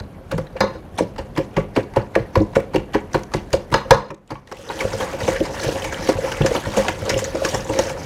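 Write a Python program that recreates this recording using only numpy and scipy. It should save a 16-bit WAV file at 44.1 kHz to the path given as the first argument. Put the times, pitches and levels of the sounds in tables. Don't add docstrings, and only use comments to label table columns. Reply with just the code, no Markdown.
import sys
import numpy as np
from scipy import signal
from scipy.io import wavfile

SR = 44100
rng = np.random.default_rng(int(sys.argv[2]) if len(sys.argv) > 2 else 0)


def persist_wave(psi):
    counts = np.round(np.clip(psi, -1, 1) * 32767).astype(np.int16)
    wavfile.write(sys.argv[1], SR, np.atleast_2d(counts).T)


def boost(x):
    u = np.asarray(x, float) / 20
    return 10 ** u


N = 355005
STIR_START_S = 4.52

# start_s, level_db
ROOM = [
    (0.0, -37.5),
    (3.9, -36),
    (4.15, -53),
    (4.57, -44.5),
    (4.97, -33.5),
    (7.33, -33),
    (8.05, -32),
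]
# start_s, peak_db, struck_patch_hz, wire_ticks_db (relative)
BLOWS = [(0.313, -16, 1310, -16), (0.379, -20, 1200, -14.5), (0.566, -22.5, 1150, -22),
         (0.608, -3.5, 1000, -24), (0.984, -10.5, 930, -11.5), (1.182, -16.5, 880, -17.5),
         (1.374, -13.5, 930, -15), (1.566, -9.5, 960, -21), (1.762, -8, 890, -19.5), (1.962, -6, 900, -25),
         (2.154, -8, 1710, -22), (2.356, -6.5, 895, -21), (2.554, -8, 1510, -17), (2.743, -13.5, 850, -18),
         (2.948, -6.5, 900, -26), (3.143, -8, 980, -17), (3.339, -8, 770, -14), (3.53, -11, 800, -6.5),
         (3.742, -1, 970, -17), (3.909, 7, 945, -15.5), (4.305, -18.5, 940, -15.5),
         (4.356, -30.5, 1070, -28), (4.475, -34, 1720, -9.5), (4.515, -22.5, 880, -17)]
# start_s, peak_db, struck_patch_hz, wire_ticks_db (relative)
GLANCES = [(4.699, -18.5, 1000, -18), (4.807, -13, 2030, -17), (4.933, -22.5, 1380, -10),
           (5.005, -9, 970, -21), (5.204, -19.5, 1970, -17), (5.279, -14, 1000, -11.5),
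           (5.454, -19, 846, -12), (5.541, -20, 880, -43.5), (5.594, -23.5, 1470, -9.5),
           (5.635, -23, 2240, 2), (5.844, -16.5, 900, -11.5), (5.924, -17, 1760, -11.5),
           (6.089, -10.5, 766, -6), (6.317, -14, 1510, -12), (6.409, -13, 830, -21), (6.461, -12, 1800, -8),
           (6.549, -10, 790, -14), (6.654, -21.5, 1850, -18), (6.77, -15, 880, -6), (6.884, -8.5, 740, -16),
           (7.053, -23, 1200, -8), (7.094, -10.5, 2030, -4.5), (7.189, -19, 1880, -0.5),
           (7.241, -22, 1920, -15), (7.352, -21.5, 744, -16), (7.449, -12, 1760, -10),
           (7.543, -11.5, 890, -7.5), (7.735, -22.5, 1010, -35), (7.79, -11, 850, -3.5),
           (7.895, -21, 740, -10)]
# start_s, peak_db, thin_high_modes_db (relative)
RIM = [
    (0.6057, -6, -11.5),
    (3.74, -8, -9.5),
    (3.9075, -0.5, -16.5),
]
# pitch_hz, level_db, t60_s
WALL = [(880, 4, 0.024), (733, -3, 0.038), (960, 0, 0.046), (1057, -7, 0.029), (1136, -3, 0.055),
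        (1316, -3, 0.029), (1447, 0, 0.029), (1608, -3, 0.021), (1700, -1, 0.036), (1867, -2.5, 0.037),
        (2030, -4.5, 0.04), (2266, -4, 0.034), (2414, -3.5, 0.015), (2770, 2.5, 0.0085)]
# pitch_hz, level_db, t60_s
BELLY = [(449, -7.5, 0.035), (466.4, -5.5, 0.071), (504.7, -2.5, 0.065), (536.8, 4.5, 0.11),
         (568, -5, 0.029), (640, -11.5, 0.062), (695, -14.5, 0.045)]
# pitch_hz, level_db, t60_s
LOW_BELLY = [(326, -40, 0.04), (323.2, -6.5, 0.11), (360, -8.5, 0.065), (420.4, -12.5, 0.089)]
# pitch_hz, level_db, t60_s
RIM_LOW = [(900, 16.5, .22), (1044, 7, 0.36), (1117, 9, 0.34), (1265, 6, 0.28), (1454, 5.5, 0.27),
           (1675, 1.5, 0.23), (1720, 0, 0.27), (1850, 2, .2), (2030, -13.5, .12), (2190, -15.5, 0.28)]
# pitch_hz, level_db, t60_s
RIM_HIGH = [(2800, -9, .3), (3330, -9, .2), (3600, 2, 0.2), (3850, 3, 0.22), (4150, 8, 0.2), (4390, 3, .15),
            (4960, 6.5, 0.17), (5160, 2, 0.1), (6050, -2, 0.22), (6600, -4, 0.2)]


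def rms_one(x):
    return x / np.sqrt(np.mean(x ** 2) + 1e-20)


def in_time(rows):
    s, *columns = np.transpose(rows)
    return [np.interp(np.arange(N) / SR, s, column) for column in columns]


def gain_ride():
    return in_time(ROOM)[0] - ROOM[0][1]


def at_hz(points, hz):
    point_hz, point_db = np.transpose(points)
    return np.interp(np.log(hz), np.log(point_hz), point_db)


def ring(clicks, hz, t60):
    r = np.exp(-np.log(1000) / (t60 * SR))
    w = 2 * np.pi * hz / SR
    return signal.lfilter([0, np.sin(w)], [1, -2 * r * np.cos(w), r * r], clicks + 1e-18)


def soft(x, cut_hz):
    return signal.sosfilt(signal.butter(2, cut_hz, fs=SR, output="sos"), x)


def band_pass(x, order, low_hz, high_hz):
    return signal.sosfilt(signal.butter(order, [low_hz, high_hz], "band", fs=SR, output="sos"), x)


def flicker(depth_db, rate):
    r = np.exp(-80 * np.pi * rate / SR)
    slow = signal.lfilter([1], [1, -2 * r, r * r], rng.standard_normal(N // 40 + 2002))
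    slow = slow[2000:]
    return np.interp(np.arange(N) / 40, np.arange(len(slow)), boost(depth_db * rms_one(slow)))


def room_noise():
    # pitch_hz, level_db (per Hz)
    air = [(15, -35), (25, -5.5), (53, 3), (70, -21), (82, -2), (317, -11.5), (463, -16), (516, -11.5),
           (1260, -29), (10100, -57), (11000, -45), (12200, -59.5), (16000, -63)]
    out = 0
    edges = 25 * 2 ** np.arange(0, 9.6, .5)
    white = rng.standard_normal((2, N))
    wander = [flicker(1.7, 41.0) for k in range(4)]
    for k, (low, high) in enumerate(zip(edges, edges[1:])):
        band = band_pass(white[k % 2], 2, low, high)
        out = out + boost(at_hz(air, np.sqrt(low * high))) * wander[k % 4] * band
    return boost(in_time(ROOM)[0] - 0.5) * rms_one(out)


def fine_modes():
    # pitch_hz, level_db (per Hz)
    grit_spectrum = [(2600, -8.5), (3060, -2), (4080, -3), (5100, -2), (6300, 0), (7300, -5), (9010, -8.5),
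                     (12900, -16), (16000, -37.5)]
    pitches = np.geomspace(2600, 15500, 20)
    return [(hz, at_hz(grit_spectrum, hz) + 4.3 * np.log2(hz / 4000), 75.0 / hz) for hz in pitches]


def flurry(s, flurry_ms, count):
    draw = rng.random((len(s), 2, count))
    late = -np.log(1 - .98 * draw[:, 0])
    sizes = np.minimum(late / 0.61, 1) * np.exp(-.35 * late) * boost(-9.0 * draw[:, 1])
    at = (s[:, None] + late * np.reshape(flurry_ms, (-1, 1)) / 1000 - .0025) * SR
    return np.maximum(at, 0).astype(int), sizes / np.sqrt(count) * 2.293


def struck(modes, blow_db, contacts, patch_hz=None, scatter_db=3.5):
    at, sizes = contacts
    hz, mode_db, t60 = np.transpose(modes)
    gain_db = mode_db + scatter_db * rng.standard_normal((len(at), len(modes)))
    if patch_hz is not None:
        octaves_off = np.log2(hz / patch_hz[:, None])
        gain_db = gain_db + 9.0 * np.exp(-(octaves_off / .25) ** 2)
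    strength = boost(gain_db) / np.sqrt(np.sum(boost(gain_db) ** 2, axis=1))[:, None]
    strength = strength * boost(blow_db)[:, None]
    out = np.zeros(N)
    for k in range(len(modes)):
        side = rng.uniform(-1.7, 1.7, sizes.shape)
        piled = np.abs(np.sum(sizes * side * np.exp(2j * np.pi * hz[k] * at / SR), axis=1))
        held = np.minimum(2, np.linalg.norm(sizes, axis=1) / piled)
        clicks = (strength[:, k] * held)[:, None] * sizes * side
        out += ring(np.bincount(at.ravel(), clicks.ravel(), N)[:N], hz[k], t60[k])
    return out


def landings():
    # start_s, peak_db, patch_hz, ticks_db (relative), wire_hz
    stray = [(.469, -34, 1780, -25, 3800), (.001, -27.5, 1450, -10, 4200), (3.236, -36.5, 1200, 5, 6040),
             (4.087, -55, 3200, 0, 4500), (4.105, -22.5, 1100, -20, 6000), (4.146, -56.5, 3200, 11, 7500),
             (4.278, -56, 3060, 5, 7500), (4.294, -46, 1510, -9, 3620), (4.525, -31.5, 3000, -2.5, 5500),
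             (2.758, -10.5, 880, -17.5, 4470), (3.134, -28, 895, -1, 6000)]
    # start_s, peak_db
    leaders = [(1.162, -28), (1.363, -21.5), (1.938, -29), (2.536, -31.5), (2.736, -23.5), (2.938, -15),
               (3.32, -30), (3.723, -12)]
    leader_rows = [(s, db, 1100, -16) for s, db in leaders]
    rows = np.vstack([BLOWS, GLANCES, leader_rows])
    stirs = rows[:, 0] > STIR_START_S
    wire_hz = np.where(stirs, 6000, 4380)
    spread_oct = np.where(stirs, 0.26, 0.26 / 3)
    scatter = spread_oct * rng.standard_normal(200)[:len(rows)]
    return np.vstack([np.column_stack([rows, wire_hz * 2 ** scatter]), stray]).T


def blows():
    square = [.608, 2.155, 2.356, 2.947, 3.338, 3.742, 3.908, 4.933, 5.279, 6.409, 6.885, 7.451, 7.79]
    # start_s, peak_db, lower_modes_db (relative)
    thuds = [(0.003, -32.5, -4), (0.322, -14, -18), (0.38, -17.5, -13), (0.554, -19, -17),
             (0.605, -11, -14), (0.636, -10.5, -18), (0.985, -14.5, -11), (1.004, -10.5, -3.5),
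             (1.182, -19.5, -3.5), (1.38, -8.5, -3.5), (1.571, -10.5, -6), (1.766, -7, -0.5),
             (1.965, -7, -6), (2.159, -7, -6), (2.361, -6, -8.5), (2.401, -13.5, 7.5), (2.565, -3.5, -9),
             (2.744, -11.5, -1), (2.756, -9.5, -0.5), (2.948, -16.5, 10.5), (3.146, -11, 1),
             (3.341, -19, 4), (3.534, -8.5, -8), (3.712, -25.5, 4.5), (3.741, -9.5, -9.5), (3.908, 2, -24),
             (4.109, -27, 2.5), (4.308, -23, -1.5), (4.516, -28.5, -5)]
    # start_s, peak_db, lower_modes_db (relative)
    shoves = [(4.845, -12.5, -23), (4.934, -11, -39), (5.002, -13.5, -12), (5.135, -19, -9),
              (5.279, -9.5, -4), (5.406, -12.5, 2), (5.643, -15.5, -12), (5.683, -13, -8),
              (5.759, -20, -24), (5.999, -30, -9), (6.087, -7, 1.5), (6.234, -16, -11), (6.407, -13, -4),
              (6.444, -11, -6), (6.508, -14.5, -16), (6.546, -16.5, -2), (6.666, -26, 1),
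              (6.769, -4.5, -23), (6.792, -9.5, -27), (7.058, -19, -15), (7.098, -16.5, -4),
              (7.158, -7.5, -31), (7.258, -18, -31), (7.345, -13, -7.5), (7.416, -12.5, -15),
              (7.447, -12.5, -5), (7.536, -12, -10), (7.694, -16.5, -2), (7.788, -12, -3.5),
              (7.855, -14, -27)]
    # start_s, peak_db, lower_modes_db (relative)
    nudges = [(4.69, -23.5, -2.5), (4.81, -23, -1), (5.207, -21, -11), (5.544, -33, -6), (5.595, -40, -16),
              (5.815, -17.5, -19), (5.847, -22, -7), (5.928, -21.5, -9), (6.049, -28, -16),
              (6.184, -17, -32), (6.322, -25.5, -6), (6.886, -18.5, -1), (7.016, -20, -14),
              (7.077, -19.5, -14), (7.134, -15, -13), (7.218, -19.5, -18), (7.734, -29, -18),
              (7.899, -23.5, -10)]
    s, wall_db, patch_hz, tick_db, wire_hz = landings()
    spread = np.where(s > 4.6, 1.4, 1.25)
    spread = spread * np.clip((wall_db + 36) / 18, .25, 1)
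    is_square = np.abs(s[:, None] - square).min(axis=1) < .004
    spread = spread * np.where(is_square, .45, 1)
    wall = struck(WALL, wall_db + 0.5, flurry(s, 6.5 * spread, count=30), patch_hz)
    ticks = struck(fine_modes(), wall_db + tick_db + 5.5, flurry(s, 5.5 * spread, count=50), wire_hz)
    s, thud_db, low_db = np.transpose(thuds + shoves + nudges)
    pushes = flurry(s + .0015, 7.5, count=14)
    belly = struck(BELLY, thud_db + 3.0, pushes, scatter_db=2.0)
    belly = belly + struck(LOW_BELLY, thud_db + low_db + 3.5, pushes)
    return wall + ticks + soft(belly, 1120)


def knocks():
    # start_s, peak_db, pitch_hz
    beat_knocks = [(0.002, -27, 88), (0.334, -18, 160.6), (0.381, -22, 154), (0.602, -21, 203),
                   (1.013, -22, 179), (1.186, -26, 70.5), (1.373, -22, 142), (1.565, -16, 156),
                   (1.77, -23.5, 126), (1.967, -19, 120), (2.157, -26, 200), (2.194, -25.5, 129),
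                   (2.365, -11.5, 96.4), (2.397, -18.5, 214), (2.554, -22, 148), (2.752, -20, 151),
                   (2.941, -20.5, 224), (3.14, -19, 146), (3.341, -20.5, 146), (3.524, -21.5, 68),
                   (3.72, -19.5, 137), (3.903, -14, 132), (4.096, -34.5, 147), (4.314, -30.5, 135)]
    # start_s, peak_db, pitch_hz
    rocks = [(4.839, -24, 101), (4.933, -28, 101), (5.223, -24, 89.5), (5.28, -36, 99), (5.398, -26.5, 161),
             (5.658, -21.5, 131), (5.986, -27.5, 177), (6.085, -30, 145), (6.147, -26, 95),
             (6.4, -11.5, 142), (6.66, -20.5, 93), (6.767, -21, 204), (7.014, -25, 97), (7.104, -28, 104),
             (7.148, -24.5, 118), (7.532, -24, 137), (7.689, -29, 101)]
    out, push = np.zeros(N + SR), np.zeros(N)
    t = np.arange(SR // 4) / SR
    shape = (1 - np.exp(-t / 0.0026)) * np.exp(-t / 0.02)
    for s, peak_db, hz in beat_knocks + rocks:
        i = int((s + 0.007) * SR)
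        out[i:i + len(t)] += boost(peak_db + 5.5) * shape * np.sin(2 * np.pi * hz * t)
        push[min(i, N - 1)] = boost(peak_db)
    counter = boost(-2.5) * ring(push, 114.7, 0.15)
    counter += boost(-10.5) * ring(push, 202.5, 0.42)
    counter += boost(-3.5) * ring(push, 48.0, 0.21)
    return out[:N] + counter


def clinks():
    # start_s, peak_db, wire_pitch_hz
    stir_clinks = [(4.5693, -28, 2830), (4.6904, -23, 3940), (4.7693, -42, 4380), (4.7905, -17.5, 3130),
                   (4.8072, -15, 2600), (4.931, -21.5, 5400), (4.987, -38, 6000), (5.0034, -18.5, 3230),
                   (5.133, -23, 2700), (5.2028, -26, 4730), (5.2332, -21, 3300), (5.2792, -20.5, 2900),
                   (5.4032, -19.5, 2960), (5.4852, -28, 2400), (5.5376, -39, 2640), (5.5994, -22, 4330),
                   (5.6354, -26, 6900), (5.6922, -18, 2910), (5.795, -26, 6300), (5.821, -17, 3050),
                   (5.8439, -13, 2500), (5.897, -21, 2700), (5.942, -17, 2900), (6.0487, -25, 5830),
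                   (6.0749, -14, 2460), (6.0883, -21, 6700), (6.2467, -20, 2380), (6.3182, -14, 2940),
                   (6.3692, -20, 2440), (6.4185, -16.5, 3200), (6.4617, -14, 5940), (6.5415, -23.5, 6000),
                   (6.5625, -14, 3160), (6.6524, -23, 3700), (6.6979, -39, 3130), (6.7396, -28, 2480),
                   (6.7654, -12.5, 2490), (6.8828, -20, 3130), (7.0153, -29, 2950), (7.0611, -24, 3080),
                   (7.1005, -20, 6030), (7.1409, -11.5, 2770), (7.177, -15, 6260), (7.1926, -27, 6700),
                   (7.2427, -14, 6780), (7.3495, -25, 5600), (7.3794, -35, 2400), (7.4497, -13, 5600),
                   (7.4892, -15.5, 5740), (7.54, -22, 6060), (7.646, -27, 6970), (7.6697, -42, 2430),
                   (7.693, -18, 2540), (7.735, -17, 2390), (7.79, -20, 7600), (7.8364, -21, 5930),
                   (7.8678, -21.5, 6160), (7.897, -15, 2400), (7.989, -32, 6430), (8.0305, -29, 5800)]
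    # start_s, peak_db, wire_pitch_hz
    touches = [(.316, -11.5, 1390), (.343, -38, 2980), (.381, -16, 1300), (.469, -37, 3950),
               (.606, -14.5, 4760), (.954, -44, 9450), (.977, -23, 3400), (1.337, -40, 1710),
               (1.354, -34, 3100), (1.379, -15, 1990), (1.524, -47, 2220), (1.541, -33, 2840),
               (1.754, -30, 4460), (1.764, -16.5, 2700), (1.83, -41, 4480), (1.971, -25.5, 2680),
               (2.016, -37, 4400), (2.142, -37, 4380), (2.155, -12.5, 2600), (2.199, -36, 4300),
               (2.345, -43, 4430), (2.357, -19.5, 4400), (2.402, -30, 4300), (2.418, -32, 5900),
               (2.55, -28, 1970), (2.557, -18.5, 1750), (2.603, -23, 2220), (2.76, -15.5, 1960),
               (2.924, -32.5, 2280), (2.934, -25, 2960), (3.117, -35, 2340), (3.192, -24, 1680),
               (3.506, -26, 1880), (3.532, -26.5, 3600), (3.703, -28, 1730), (3.717, -21, 2270),
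               (3.744, -22, 3750), (3.755, -29, 5050), (3.911, -12.5, 2200), (5.158, -28, 1500),
               (5.546, -26, 950), (5.612, -27, 4450), (6.74, -19, 2100), (7.02, -20, 1500),
               (7.603, -25, 5500), (7.697, -26.5, 7500)]
    clink_db, edge_db, t60_s, width_oct, spread_ms = -11, -5.5, 0.046, .3, 4.0
    rows = stir_clinks + touches
    out, t = np.zeros(N + SR), np.arange(SR // 12)[:, None] / SR
    luck, edge = rng.random((120, 4, 12)), rng.standard_normal((120, SR // 12))
    for (s, peak_db, hz), (pitch, late, size, life), hiss in zip(rows, luck, edge):
        age = np.maximum(t - late * spread_ms / 1000, 0)
        off = 2 * pitch - 1
        touch_hz = hz * 2 ** (width_oct * off * np.abs(off))
        touch_t60 = t60_s * min(hz / 6000, 1) * (.4 + life)
        swing = np.sin(2 * np.pi * touch_hz * age)
        tone = np.sum(swing * boost(-60 * age / touch_t60 - 8 * size), axis=1)
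        bright = boost(edge_db) * hiss * np.exp(-t[:, 0] / 0.0047)
        start = int((s - .001) * SR)
        out[start:start + len(t)] += boost(peak_db + clink_db) * (tone + bright)
    return band_pass(out[:N], 1, 1200, 9000)


def split(modes):
    return [(hz * (1 + .011 * step), db - 2 - 2 * abs(step), t60 * (1 - .15 * abs(step)))
            for hz, db, t60 in modes for step in (-2.1, -.9, .1, .8, 1.9)]


def rim():
    # start_s, level_db, pitch_hz, t60_s
    ping = (4.356, -31, 1122, .1)
    out, t = np.zeros(N), np.arange(SR // 3)[:, None] / SR
    for s, rim_db, high_db in RIM:
        for modes, level_db in ((RIM_LOW, rim_db - 26.5), (RIM_HIGH, rim_db + high_db - 17.5)):
            hz, mode_db, t60 = np.transpose(split(modes))
            luck = rng.random((2, len(hz)))
            fade = np.exp(-np.log(1000) * t / t60) * (1 - np.exp(-t / 0.00046))
            swing = np.sin(2 * np.pi * (hz * t + luck[0])) * fade
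            start = int(s * SR)
            out[start:start + len(t)] += np.sum(swing * boost(level_db + mode_db - 4 * luck[1]), axis=1)
    ping_s, ping_db, ping_hz, ping_t60 = ping
    tap = boost(ping_db) * (np.arange(N) == int(ping_s * SR))
    return out + ring(tap, ping_hz, ping_t60)


def cracks():
    s, rim_db, high_db = np.transpose(RIM)
    marks = np.bincount((s * SR).astype(int), boost(rim_db - 11.5), N)
    edge = signal.lfilter([1], [1, -np.exp(-1 / (0.0013 * SR))], marks) * rng.standard_normal(N)
    return band_pass(edge, 1, 900, 7000)


def stirring(dip_db):
    # start_s, grit_db
    rounds = [(4.62, -43.5), (4.802, -37.5), (5.0, -38), (5.3, -36.5), (5.682, -34), (6.103, -37),
              (6.27, -36.5), (6.47, -39.5), (6.8, -35), (7.12, -41), (7.481, -36.5), (7.8, -37),
              (8.15, -39)]
    t, (s, crest_db) = np.arange(N) / SR, np.transpose(rounds)
    turn = np.interp(t, s, np.arange(len(s)))
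    depth = np.interp(t, s[1:], np.diff(s)) / 0.35
    rise = np.clip((t - STIR_START_S) / .2, 1e-3, 1)
    return np.interp(t, s, crest_db) - dip_db * depth * np.sin(np.pi * turn) ** 2 + 20 * np.log10(rise)


def skid(s, level_db, lead_s, tail_s):
    marks = np.bincount(((s + 0.005) * SR).astype(int), boost(level_db), N)[:N]
    lead, tail = np.exp(-1 / (lead_s * SR)), np.exp(-1 / (tail_s * SR))
    after = signal.lfilter([1], [1, -tail], marks)
    before = signal.lfilter([lead], [1, -lead], marks[::-1])[::-1]
    return after + 0.44 * before


def dragged(modes, level, per_s, spread_db, damp, patchy_db):
    born = np.flatnonzero(rng.random(N) < per_s / SR)
    sizes = boost(spread_db * np.minimum(rng.exponential(1, N)[:len(born)], 3.2))
    sizes = sizes * flicker(1.3, 29.0)[born]
    dealt = rng.integers(0, 6, N)[:len(born)]
    patches = [flicker(patchy_db, 13.0)[born] for k in range(6)]
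    out = np.zeros(N)
    for k, (hz, db, t60) in enumerate(modes):
        slips = np.zeros(N)
        slips[born] = sizes * (dealt == k % 6) * patches[6 * k // len(modes)] * (-1.) ** born
        out += boost(db) * ring(slips, hz, t60 * damp)
    return level * rms_one(out)


def rim_rattle():
    rattle_s, settle_s = .2, .185
    s, rim_db, high_db = np.transpose(RIM)
    rattle = skid(s, np.minimum(rim_db, -5.0), lead_s=.001, tail_s=rattle_s)
    sunk = np.exp(-settle_s / rattle_s) * np.roll(rattle, int(settle_s * SR))
    return soft(np.maximum(rattle - sunk, 0), 40)


def pins():
    born = rng.random(N) < 260 * flicker(4.0, 20.0) / SR
    snaps = born * boost(2.0 * np.minimum(rng.exponential(1, N), 3))
    ticks = signal.lfilter([1], [1, -np.exp(-1 / (.0005 * SR))], snaps) * rng.standard_normal(N)
    level = boost(-9 + stirring(9.7)) + boost(-76 + gain_ride())
    return level * rms_one(band_pass(ticks, 2, 1500, 7500))


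def swish():
    # start_s, level_db, start_hz, end_hz, length_s
    squeak = (4.797, -19, 2600, 1750, .03)
    s, swish_db, from_hz, to_hz, length_s = squeak
    t = np.clip((np.arange(N) / SR - s) / length_s, 0, 1)
    phase = 2 * np.pi * np.cumsum(from_hz * (to_hz / from_hz) ** t) / SR
    return boost(swish_db) * np.sin(np.pi * t) ** 2 * np.sin(phase) * flicker(3.7, 160.0)


def drag():
    # over_grit_db, dip_between_rounds_db, while_beating_db, rattle_after_rim_blow_db (relative)
    layers = [
        (8.5, 10.5, -50.5, -28.5),
        (3, 5.5, -58, -39),
        (-0.5, 10, -70, -71),
    ]
    rattle = rim_rattle()
    levels = []
    for over_db, dip_db, beat_db, rattle_db in layers:
        stir_level = boost(over_db + stirring(dip_db))
        beat_level = boost(beat_db + gain_ride())
        levels.append(stir_level + beat_level + boost(rattle_db) * rattle)
    belly_level, wall_level, grit_level = levels
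    s, blow_db, patch_hz, tick_db = np.transpose(BLOWS + GLANCES)
    wall_level = wall_level + skid(s, np.minimum(blow_db, -8.0) - 20.5, lead_s=0.011, tail_s=0.03)
    grit_level = grit_level + skid(s, np.minimum(blow_db + tick_db, -22.0) - 16, lead_s=0.015, tail_s=0.033)
    belly_modes = LOW_BELLY[1:3] + BELLY
    belly = dragged(belly_modes, belly_level, per_s=900, spread_db=0.0, damp=0.88, patchy_db=3.0)
    wall = dragged(WALL, wall_level, per_s=3500, spread_db=3.5, damp=0.57, patchy_db=3.5)
    grit = dragged(fine_modes(), grit_level, per_s=4000, spread_db=4.0, damp=0.75, patchy_db=2.5)
    speck_level = boost(-24 + stirring(2.0)) + boost(-43.5) * rattle
    bare_modes = RIM_LOW[6:] + RIM_HIGH
    specks = dragged(bare_modes, speck_level, per_s=2700, spread_db=-9.0, damp=0.15, patchy_db=1.0)
    return soft(belly, 860) + specks + wall + grit + pins() + swish()


def kitchen(x):
    t60_s, wall_cut_hz = 0.31, 6500
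    out, dull = np.zeros(N), np.exp(-2 * np.pi * wall_cut_hz / SR)
    for k, lag in enumerate((rng.uniform(.011, .04, 10) * SR).astype(int)):
        loop, state = x.copy(), [0.]
        gain = np.exp(-np.log(1000) * lag / SR / t60_s)
        for i in range(lag, N, lag):
            back, state = signal.lfilter([gain * (1 - dull)], [1, -dull], loop[i - lag:i], zi=state)
            loop[i:i + lag] += back[:N - i]
        out += (loop - x) * (-1) ** k
    return out


def scene():
    hits = blows() + rim() + cracks() + knocks() + clinks()
    return (hits + boost(-18.5) * kitchen(hits) + drag() + room_noise())[None]


def top_cut(x):
    return signal.sosfilt(signal.butter(12, 15900, fs=SR, output="sos"), x)


def record(dry):
    heard = signal.sosfilt(signal.butter(3, 38, "high", fs=SR, output="sos"), dry)
    limited = heard / (1 + np.abs(heard) ** 8) ** (1 / 8)
    limited = signal.sosfilt(signal.cheby2(10, 40, 16700, fs=SR, output="sos"), limited)
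    return top_cut(limited)


dry = scene()
out = record(dry)
persist_wave(out)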